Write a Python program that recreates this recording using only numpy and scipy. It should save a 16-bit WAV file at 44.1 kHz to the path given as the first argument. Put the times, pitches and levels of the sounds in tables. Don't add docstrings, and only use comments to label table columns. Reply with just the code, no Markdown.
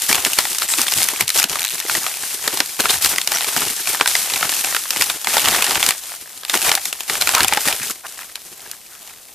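import sys
import numpy as np
from scipy import signal
from scipy.fft import rfft, irfft
from scipy.io import wavfile
from scipy.ndimage import uniform_filter1d

SR = 44100
rng = np.random.default_rng(int(sys.argv[2]) if len(sys.argv) > 2 else 0)


def unload_wav(signal):
    wavfile.write(
        sys.argv[1],
        SR,
        np.round(np.clip(np.atleast_2d(signal).T, -1, 1) * 32767).astype(np.int16),
    )


N = 411894

# start in seconds, length in seconds,
# sliding drive in dB, bend from 0 (flat slide) to 1 (crumple).
HAND_STROKES = [(0.012, 0.075, -25, .1), (0.081, 0.024, -16.5, 0.55), (0.138, 0.061, -24.5, 1),
                (0.238, 0.1, -25.5, 0.46), (0.328, 0.24, -25.5, 0.24), (0.588, .05, -23, 0.34),
                (0.678, 0.082, -22.5, .05), (0.767, 0.067, -19.5, 0.61), (0.862, 0.066, -22.5, 0.4),
                (0.946, 0.093, -20, 0.15), (1.056, .12, -25.5, 0.47), (1.194, 0.007, -18.5, 0.72),
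                (1.34, 0.058, -16.5, 0.51), (1.406, 0.02, -25.5, 0.95), (1.483, 0.13, -27.5, 0.65),
                (1.877, 0.095, -23, .35), (2.008, .11, -26.5, 0.64), (2.23, 0.12, -27.5, 0.17),
                (2.425, 0.17, -27.5, 0.78), (2.79, 0.014, -21, 0.89), (2.832, 0.043, -23.5, 0.81),
                (2.893, 0.042, -16.5, 0.52), (3.014, 0.043, -17, 0.36), (3.086, 0.017, -16.5, 0.66),
                (3.301, 0.15, -24, 0.73), (3.463, 0.18, -22.5, 0.7), (3.66, 0.26, -29, 0.11),
                (3.862, 0.078, -22.5, 0.58), (3.983, .09, -31, 0.61), (4.067, 0.16, -21, 0.19),
                (4.234, 0.22, -24, 0.75), (4.49, 0.12, -24, 0.21), (4.633, 0.047, -22, 0.69),
                (4.695, 0.09, -25.5, .25), (4.907, 0.062, -28.5, 0.85), (4.999, .03, -22.5, 0.28),
                (5.053, 0.064, -27, 0.7), (5.274, 0.064, -21, 0.68), (5.334, 0.048, -18, 0.73),
                (5.4, 0.049, -23, 0.81), (5.443, 0.12, -21, 0.93), (5.556, 0.15, -22.5, 0.92),
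                (5.703, 0.068, -23.5, 0.99), (5.788, 0.11, -22.5, 0.74), (6.03, 0.13, -33.5, 0.34),
                (6.48, 0.055, -26.5, 0.43), (6.531, 0.025, -18.5, 0.81), (6.589, 0.05, -23, 0.6),
                (6.647, 0.031, -16, 0.87), (6.709, 0.055, -23.5, 0.66), (6.804, 0.093, -30, 0.14),
                (7.077, 0.098, -25.5, .7), (7.202, 0.12, -23, 0.82), (7.327, 0.11, -23.5, 1.0),
                (7.466, 0.11, -29, 1.0), (7.59, 0.066, -24.5, 0.44), (7.651, .055, -21, 0.9),
                (7.742, 0.17, -28, 0.41), (8.052, 0.084, -36.5, 0.52), (8.172, 0.088, -36.5, 0.54),
                (8.297, .03, -48, .1), (8.38, 0.021, -55, .1), (8.45, 0.032, -42.5, 0.092),
                (8.574, 0.12, -45.5, 0.89), (9.002, 0.11, -44.5, 0.73)]
# time in seconds, sliding drive in dB.
LIGHT_CONTACT = [(0, -25.5), (1.16, -42), (1.25, -42), (1.33, -24.5), (1.47, -37), (1.7, -28.5),
                 (2.75, -30), (4.85, -27.5), (5.2, -30.5), (5.95, -31.5), (6.25, -39), (7.05, -33.5),
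                 (7.9, -41), (8.0, -40.5), (9.34, -44)]
# time in seconds, overall drive in dB,
# brightness in dB (trades sheet for tick), ring in Hz.
MAIN_CREASES = [(0.02, -33.5, 16, 6000), (.1277, -15, 3, 2380), (0.1466, -19.5, 0, 3295),
                (0.2491, -17.5, 5, 5370), (0.261, -21.5, -4, 1960), (0.333, -23, 6.5, 2810),
                (0.387, -7, 1, 4460), (.453, -23.5, -2, 1920), (.548, -26.5, 2, 5130),
                (0.5842, -25, 8, 5130), (0.6206, -22, -2.5, 1370), (0.7371, -23.5, -3.5, 3830),
                (0.7936, -26, -4, 1240), (0.816, -20, 6, 5040), (.882, -20.5, 1.5, 3400),
                (.9214, -19.5, -1, 5000), (.9374, -26, 9.5, 2890), (1.017, -21.5, -3, 2145),
                (1.03, -23.5, 10, 5040), (1.0413, -28, 10, 5060), (1.0864, -17.5, 5, 6120),
                (1.2082, -13.5, 3, 2310), (1.2792, -24.5, 5, 4030), (1.2917, -24, 4, 5040),
                (1.3026, -21, 2, 3950), (1.386, -22, 1, 5730), (1.3985, -18.5, 2, 5200),
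                (1.4287, -21.5, 5, 2560), (1.4407, -16, 2, 2980), (1.4965, -28, 5, 4740),
                (1.5564, -22, -1, 1190), (1.6486, -22, 3.5, 3960), (1.8011, -25, 4, 3570),
                (1.897, -21.5, -4.5, 1430), (1.9514, -19.5, -5, 1910), (2.065, -22.5, -2, 1265),
                (2.4776, -16, -1, 1890), (2.573, -22.5, 0.5, 4100), (2.6032, -12.5, -2, 5480),
                (2.8047, -20.5, 3, 4150), (2.856, -21, -6, 1380), (3.0464, -15.5, 1.5, 4750),
                (3.0589, -17, 2.5, 2955), (3.16, -26, -0.5, 5020), (3.183, -18, 0, 2015),
                (3.215, -23.5, 0.5, 3430), (3.2744, -17.5, 3, 4850), (3.319, -29.5, -10, 830),
                (3.3597, -31, -9, 1440), (3.408, -23, -5, 3820), (3.422, -28, -4, 1950),
                (3.5638, -16.5, -1.5, 730), (3.6182, -24.5, -6.5, 1026), (3.9992, -28, -5, 1610),
                (4.0101, -14, -7.5, 2330), (4.059, -19, -3.5, 1574), (4.0754, -17, 1, 3537),
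                (4.1525, -16, -3, 2065), (4.3366, -23.5, -1, 4030), (4.4276, -19.5, -7.5, 2200),
                (4.493, -25, 1, 4540), (4.7476, -19.5, -1.5, 1550), (4.7652, -21, -4.5, 1780),
                (4.9062, -19, 3, 5220), (5.0107, -15.5, 0, 2384), (5.0215, -14.5, 2.5, 5050),
                (5.0998, -21, -3, 3650), (5.2455, -25, 2.5, 3396), (5.2713, -19, -3, 2100),
                (5.3682, -15, -4, 840), (5.3807, -20, -1, 3480), (5.4573, -18, -3, 2950),
                (5.4845, -16.5, 2, 3190), (5.623, -15, 2.5, 2530), (5.643, -20.5, 4, 2850),
                (5.709, -19, -5, 4970), (5.7553, -20, 1, 4680), (5.8281, -16.5, -0.5, 2610),
                (5.8638, -19, 3, 5060), (5.8888, -15.5, 4, 2186), (5.907, -17, -1, 2380),
                (6.139, -42, -11, 1350), (6.376, -42, 3, 3870), (6.434, -35, -4, 1600),
                (6.4498, -29, -1.5, 3690), (6.497, -18.5, 0.5, 3660), (6.5405, -18.5, -5, 1455),
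                (6.716, -13.5, -2.5, 3080), (6.752, -20, 6, 4480), (6.775, -26, -9, 785),
                (6.855, -23.5, 3.5, 1420), (6.9276, -25, 2.5, 2720), (7.0063, -27, -0.5, 3120),
                (7.0977, -20, -2.5, 1890), (7.212, -19.5, 3, 4260), (7.2214, -18, 0.5, 4090),
                (7.273, -16.5, -2, 1416), (7.291, -16.5, 0, 1010), (7.3494, -11, 1.5, 5940),
                (7.3811, -21, 1, 1300), (7.4056, -15.5, -3, 1700), (7.4317, -20, 5, 5230),
                (7.446, -16.5, -0.5, 786), (7.4813, -20.5, 8.5, 2480), (7.5243, -19, -8.5, 863),
                (7.5352, -21, 4, 2330), (7.573, -16, -7, 830), (7.6843, -20.5, -3, 2550),
                (7.7263, -21.5, 0.5, 2420), (8.3558, -27.5, 1, 4040), (8.7138, -35.5, 8.5, 5980)]
# time in seconds, relative level in dB, pitch in Hz.
ENVELOPE_THUMPS = [(0.099, -22.5, 252), (0.149, -34, 240), (0.786, -23, 310), (0.955, -30.5, 104),
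                   (1.130, -26, 380), (1.209, -27.5, 116), (1.355, -23, 420), (1.443, -27, 260),
                   (1.850, -24, 457), (2.475, -22, 360), (2.603, -23, 330), (2.93, -38, 80),
                   (3.049, -39, 75), (3.565, -25, 200), (4.008, -28, 363), (5.46, -36, 75),
                   (4.426, -36, 168), (6.55, -19, 360), (7.23, -40, 80), (7.42, -31, 95), (7.665, -20, 230),
                   (7.806, -33.5, 160)]
# start in seconds, length in seconds, pitch in Hz,
# width in Hz, middle level in dB.
PAPER_SCUFFS = [(0.674, 0.088, 8050, 1500, -20), (2.883, 0.032, 3670, 1200, -16),
                (3.337, 0.036, 5800, 453, -21.5), (7.336, 0.092, 1090, 600, -20),
                (7.676, 0.028, 710, 300, -25), (7.811, 0.046, 1900, 804, -28.5),
                (7.894, 0.023, 1350, 350, -30), (8.034, 0.035, 1150, 1000, -35),
                (8.202, 0.026, 1480, 1000, -37), (8.883, 0.12, 1560, 750, -48)]
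# time in seconds, slips per second, relative level in dB.
EDGE_SLIPS = [(1.594, 76, -19.5), (1.636, 92, -22), (1.675, 110, -23.5), (1.715, 128, -25),
              (1.748, 120, -33)]

# frequency in Hz, relative level in dB.
SLIDE_COLOUR = [(300, -38.5), (1200, -9), (2100, -5.5), (3400, -2.5), (6000, -1), (8500, 0), (11000, -1),
                (14500, -3.5)]
CRUMPLE_COLOUR = [(150, -28), (380, -12.5), (520, -5.5), (780, 3), (1020, -0.5), (1320, -0.5), (1900, -1),
                  (3000, -2), (7000, -23.5), (14000, -33)]
FLEX_COLOUR = [(15, -14), (35, -7), (65, -3), (120, -2), (200, -0.5), (400, 4), (550, -3.5), (1100, -14.5),
               (4000, -46)]
SHEET_COLOUR = [(50, -39.5), (200, -15.5), (500, -6), (780, 2.5), (1020, 2), (1350, 3.5), (1900, 1),
                (2600, -16), (6000, -41.5)]
CRACK_COLOUR = [(500, -38), (1400, -8.5), (2200, 2.5), (3600, 2), (5500, -1.5), (7500, -29), (14000, -26)]
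TICK_COLOUR = [(1500, -25), (4500, -4), (6500, 3.5), (10000, 1.5), (14500, -1)]
# frequency in Hz, relative level in dB.
HISS_COLOUR = [(18, -39), (30, -11), (354, -20), (766, 11), (941, 0), (1020, -4), (1130, 4), (2630, -22),
               (13000, -12), (14000, 10.5)]
# frequency in Hz, relative level in dB.
SELF_NOISE_COLOUR = [(30, -5), (300, -2.5), (700, -1.5), (3000, -27), (8000, -32), (14000, -3.5)]
# frequency in Hz, likeness of the two from 0 to 1,
# left minus right in dB, lead of the right in radians for a source fully off to the right.
MICROPHONE_PAIR = [(60, .97, .6, 0), (250, .99, .4, 0), (600, .996, .1, 0), (1200, .998, .1, 0),
                   (2600, .985, .1, .02), (4800, .76, .8, .25), (8000, .58, 2.0, 1.0),
                   (12000, .55, 3.2, 1.9), (14500, .5, 3.6, 2.8)]
# time in seconds, place from 0 (straight ahead) to 1 (off to the right).
PLACE = [(5.1, 0.37), (5.5, 0.32), (6.5, 0.63), (7.9, 0.51), (8.05, .1)]

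HISS_DB, SELF_NOISE_DB = -46, -45
TOP_HZ = 14300
STROKE_ATTACK_S, STROKE_RELEASE_S = 0.011, 0.015
CONTACT_BEND = 0.2
CRUMPLE_FLAT_DB, CRUMPLE_BEND_DB = -18, 16.97
FLEX_FLAT_DB, FLEX_BEND_DB = -27.5, 16.9
SHEET_DB, CRACK_DB, TICK_DB, RING_DB = -5.5, -0.5, 0.86, 2
SNAP_DECAY_MS, RING_CYCLES = 2.04, 2.45
LESSER_DB, LESSER_SPREAD_DB = -1, 2
LESSER_BRIGHT_DB, LESSER_BRIGHT_SPREAD_DB = -1, 3.5
LESSER_RING_HZ, RING_OCTAVES_PER_DB = 2319, 0.07
THUMP_CYCLES = 2.9


def undb(db):
    return 10 ** (np.asarray(db) / 20)


def unit(x):
    return x / np.sqrt(np.mean(x ** 2))


def on_axis(hz, table, column=1):
    table = np.array(table, float)
    return np.interp(np.log(hz + 1), np.log(table[:, 0]), table[:, column])


def colour(x, points, size=4096):
    gain = undb(on_axis(np.fft.rfftfreq(size, 1 / SR), points))
    cepstrum = irfft(np.log(gain))
    cepstrum[1:size // 2] *= 2
    cepstrum[size // 2 + 1:] = 0
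    response = irfft(np.exp(rfft(cepstrum)))
    response = response / np.linalg.norm(response)
    return signal.fftconvolve(x, response[None], axes=1)[:, :N]


def bandpass(x, hz, width_hz):
    upper = width_hz / 2 + np.hypot(hz, width_hz / 2)
    lower = hz ** 2 / upper
    return signal.sosfilt(signal.butter(2, [lower, upper], "band", fs=SR, output="sos"), x)


def noise(count=N):
    return rng.standard_normal((2, count))


def walk(rate):
    hold = max(int(SR / rate), 1)
    steps = np.repeat(rng.standard_normal(N // hold + 1), hold)
    slewed = uniform_filter1d(uniform_filter1d(steps, hold), hold)
    return unit(slewed[:N])


def fade(power, decay_ms):
    keep = np.exp(-1000 / (decay_ms * SR))
    return signal.lfilter([1 - keep], [1, -keep], power)


def add(track, s, sound):
    start = max(int(s * SR), 0)
    track[:, start:start + sound.shape[-1]] += sound[..., :N - start]


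def background():
    tone = np.sqrt(2) * np.sin(2 * np.pi * 1028 * np.arange(N) / SR)
    whine = tone * undb(-66 + 2 * walk(7))
    return colour(noise(), HISS_COLOUR) * undb(HISS_DB) + whine


def effort():
    t = np.arange(N) / SR
    flat_db = np.array([[0], [CRUMPLE_FLAT_DB], [FLEX_FLAT_DB]])
    bend_db = np.array([[0], [CRUMPLE_BEND_DB], [FLEX_BEND_DB]])

    def shares(bend):
        return undb(flat_db + bend_db * bend) ** 2

    contact_db = np.interp(t, *np.transpose(LIGHT_CONTACT))
    power = shares(CONTACT_BEND) * undb(contact_db) ** 2
    for s, length, db, bend in HAND_STROKES:
        age = t[:int((length + 10 * STROKE_RELEASE_S) * SR)]
        rise = np.minimum(age / STROKE_ATTACK_S, 1)
        release = np.exp(-np.maximum(age - length, 0) / STROKE_RELEASE_S)
        add(power, s, shares(bend) * rise * release * undb(db) ** 2)
    return 10 * np.log10(power)


def slips(rate, spread_db, limit):
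    sizes = undb(spread_db * np.minimum(rng.exponential(size=N), limit)) ** 2
    power = sizes * (rng.random(N) < rate / SR)
    return power / power.mean()


def grainy(power, decay_ms, smooth):
    bursts = fade(fade(power, decay_ms / 2), decay_ms / 2)
    return noise() * np.sqrt(smooth + (1 - smooth) * bursts)


def handling(slide_db, crumple_db, flex_db):
    jerks = walk(70)
    wide_folds = slips(rate=330, spread_db=3.5, limit=3.04)
    tight_folds = slips(rate=260, spread_db=5.5, limit=3.0)
    fibres = slips(rate=2000, spread_db=1.5, limit=5.0)

    fold_ticks = grainy(tight_folds + 0.5 * wide_folds, decay_ms=0.29, smooth=0)
    hiss = grainy(fibres, decay_ms=0.17, smooth=0.56) + undb(-5.5) * fold_ticks
    slide = colour(unit(hiss) * undb(slide_db + 1.26 * jerks + 2.0), SLIDE_COLOUR)

    crumpling = undb(crumple_db + 1.64 * jerks)
    dull_folds = grainy(wide_folds, decay_ms=1.97, smooth=0.091)
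    crumple = colour(dull_folds * crumpling * undb(0.55), CRUMPLE_COLOUR)
    sharp_folds = grainy(tight_folds, decay_ms=1.2, smooth=0)
    crackle = colour(sharp_folds * crumpling * undb(-9), CRACK_COLOUR)

    flapping = grainy(wide_folds, decay_ms=5.2, smooth=0.35)
    flex = colour(flapping * undb(flex_db + 6.4 * jerks - 2.16), FLEX_COLOUR)
    return slide + crumple + crackle + flex


def lesser_creases(rustle_db, count=170):
    moment, *chance = rng.random((count, 3)).T
    at = (moment * (N - 1)).astype(int)
    strength, bright = np.sqrt(12) * (np.array(chance) - 0.5)
    level_db = rustle_db[at] + LESSER_DB + LESSER_SPREAD_DB * strength
    bright_db = LESSER_BRIGHT_DB + LESSER_BRIGHT_SPREAD_DB * bright
    ring_hz = LESSER_RING_HZ * 2 ** (RING_OCTAVES_PER_DB * bright_db)
    return list(zip(at / SR, level_db, bright_db, ring_hz))


def burst(t, decay_ms, tail_db, tail_ms):
    after = np.maximum(t, 0)
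    power = np.exp(-after / decay_ms) + undb(tail_db) ** 2 * np.exp(-after / tail_ms)
    giving = np.sqrt(power) * (1 - np.exp(-after / 0.1))
    straining = undb(-13) * np.exp(-np.abs(t) / 0.81)
    shape = giving + straining
    return shape / np.sqrt(np.mean(shape[(t > 0) & (t < 9)] ** 2))


def snaps(creases, count=2600):
    lead = 0.006
    seconds = np.arange(count) / SR
    t = (seconds - lead) * 1000
    sheet_shape = burst(t, 0.75 * SNAP_DECAY_MS, tail_db=-16.5, tail_ms=8.8)
    crack_shape = burst(t, 0.56 * SNAP_DECAY_MS, tail_db=-17.5, tail_ms=9)
    tick_shape = burst(t, 0.48 * SNAP_DECAY_MS, tail_db=-29, tail_ms=6)
    sheet, crack, tick, rings = np.zeros((4, 2, N))
    for s, db, bright_db, ring_hz in creases:
        sheet_db = db + SHEET_DB - bright_db
        crack_db = db + CRACK_DB
        tick_db = db + TICK_DB + bright_db
        steps = np.repeat(rng.standard_normal(count // 20), 20)
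        ragged = unit(undb(2.3 * uniform_filter1d(steps, 10)))
        add(sheet, s - lead, noise(count) * sheet_shape * undb(sheet_db))
        add(crack, s - lead, noise(count) * ragged * crack_shape * undb(crack_db))
        add(tick, s - lead, noise(count) * ragged * tick_shape * undb(tick_db))
        ring_db = sheet_db if ring_hz < 2000 else crack_db
        ring_shape = burst(t, 1000 * RING_CYCLES / ring_hz, tail_db=-35, tail_ms=4)
        ring = np.sin(2 * np.pi * ring_hz * seconds) * ring_shape
        add(rings[:1], s - lead, ring * undb(ring_db + RING_DB))
    return colour(sheet, SHEET_COLOUR) + colour(crack, CRACK_COLOUR) + colour(tick, TICK_COLOUR) + rings


def thumps(count=6000):
    out, t = np.zeros((2, N)), np.arange(count) / SR
    for s, db, hz in ENVELOPE_THUMPS:
        push = noise(count) * np.exp(-t * hz / THUMP_CYCLES)
        note = bandpass(push, hz, 0.75 * hz)
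        peak = np.abs(note).max(axis=1, keepdims=True)
        add(out, s, note / peak * undb(db + 1.5))
    return out


def scuffs():
    out = np.zeros((2, N))
    for s, length, hz, width_hz, db in PAPER_SCUFFS:
        count = int(length * SR)
        rub = unit(bandpass(noise(count), hz, width_hz))
        uneven = undb(db + 2 * walk(150)[:count])
        add(out, s, rub * np.sqrt(np.hanning(count)) * uneven)
    return out


def zip_run():
    s, rate, db = np.transpose(EDGE_SLIPS)
    t = np.arange(int(s[0] * SR), int(s[-1] * SR)) / SR
    turns = np.floor(np.cumsum(np.interp(t, s, rate)) / SR)
    slip = np.diff(turns, prepend=-1)
    power = np.zeros((1, N))
    add(power, s[0], slip * undb(np.interp(t, s, db)) ** 2 * SR / rate.mean())
    ticks = noise() * np.sqrt(fade(power, decay_ms=0.42))
    sharp = undb(-2.0) * colour(ticks, TICK_COLOUR)
    crack = undb(-6.0) * colour(ticks, CRACK_COLOUR)
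    edge = undb(2) * bandpass(ticks, 3800, 900)
    return sharp + crack + edge


def microphones(x, offside):
    hz = np.fft.rfftfreq(N, 1 / SR)
    likeness = on_axis(hz, MICROPHONE_PAIR, column=1)
    balance_db = on_axis(hz, MICROPHONE_PAIR, column=2)
    lead = offside * on_axis(hz, MICROPHONE_PAIR, column=3)
    shared, apart = rfft(x)
    shared = shared * np.sqrt((1 + likeness) / 2)
    apart = 1j * apart * np.sqrt((1 - likeness) / 2)
    tilt = undb(balance_db / 2) * np.exp(-0.5j * lead)
    width = np.sqrt(2 / (1 + likeness * np.cos(lead) + 1e-3))
    left, right = (shared + apart) * tilt, (shared - apart) / tilt
    return irfft(np.array([left, right]) * width, N)


def scene():
    slide_db, crumple_db, flex_db = effort()
    rustle_db = (slide_db + crumple_db) / 2
    creases = lesser_creases(rustle_db) + list(MAIN_CREASES)
    paper = handling(slide_db, crumple_db, flex_db) + snaps(creases) + thumps() + scuffs() + zip_run()
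    hollow = undb(-5.5) * bandpass(paper, hz=438, width_hz=24)
    sound = paper + hollow + background()
    bearing = np.interp(np.arange(N) / SR, *np.transpose(PLACE))
    return bearing * microphones(sound, offside=1) + (1 - bearing) * microphones(sound, offside=0)


def record(dry):
    picked_up = dry + colour(noise(), SELF_NOISE_COLOUR) * undb(SELF_NOISE_DB)
    overloaded = np.clip(picked_up, -1, 1)
    return signal.sosfilt(signal.ellip(10, 0.2, 70, TOP_HZ, fs=SR, output="sos"), overloaded)


dry = scene()
out = record(dry)
unload_wav(out)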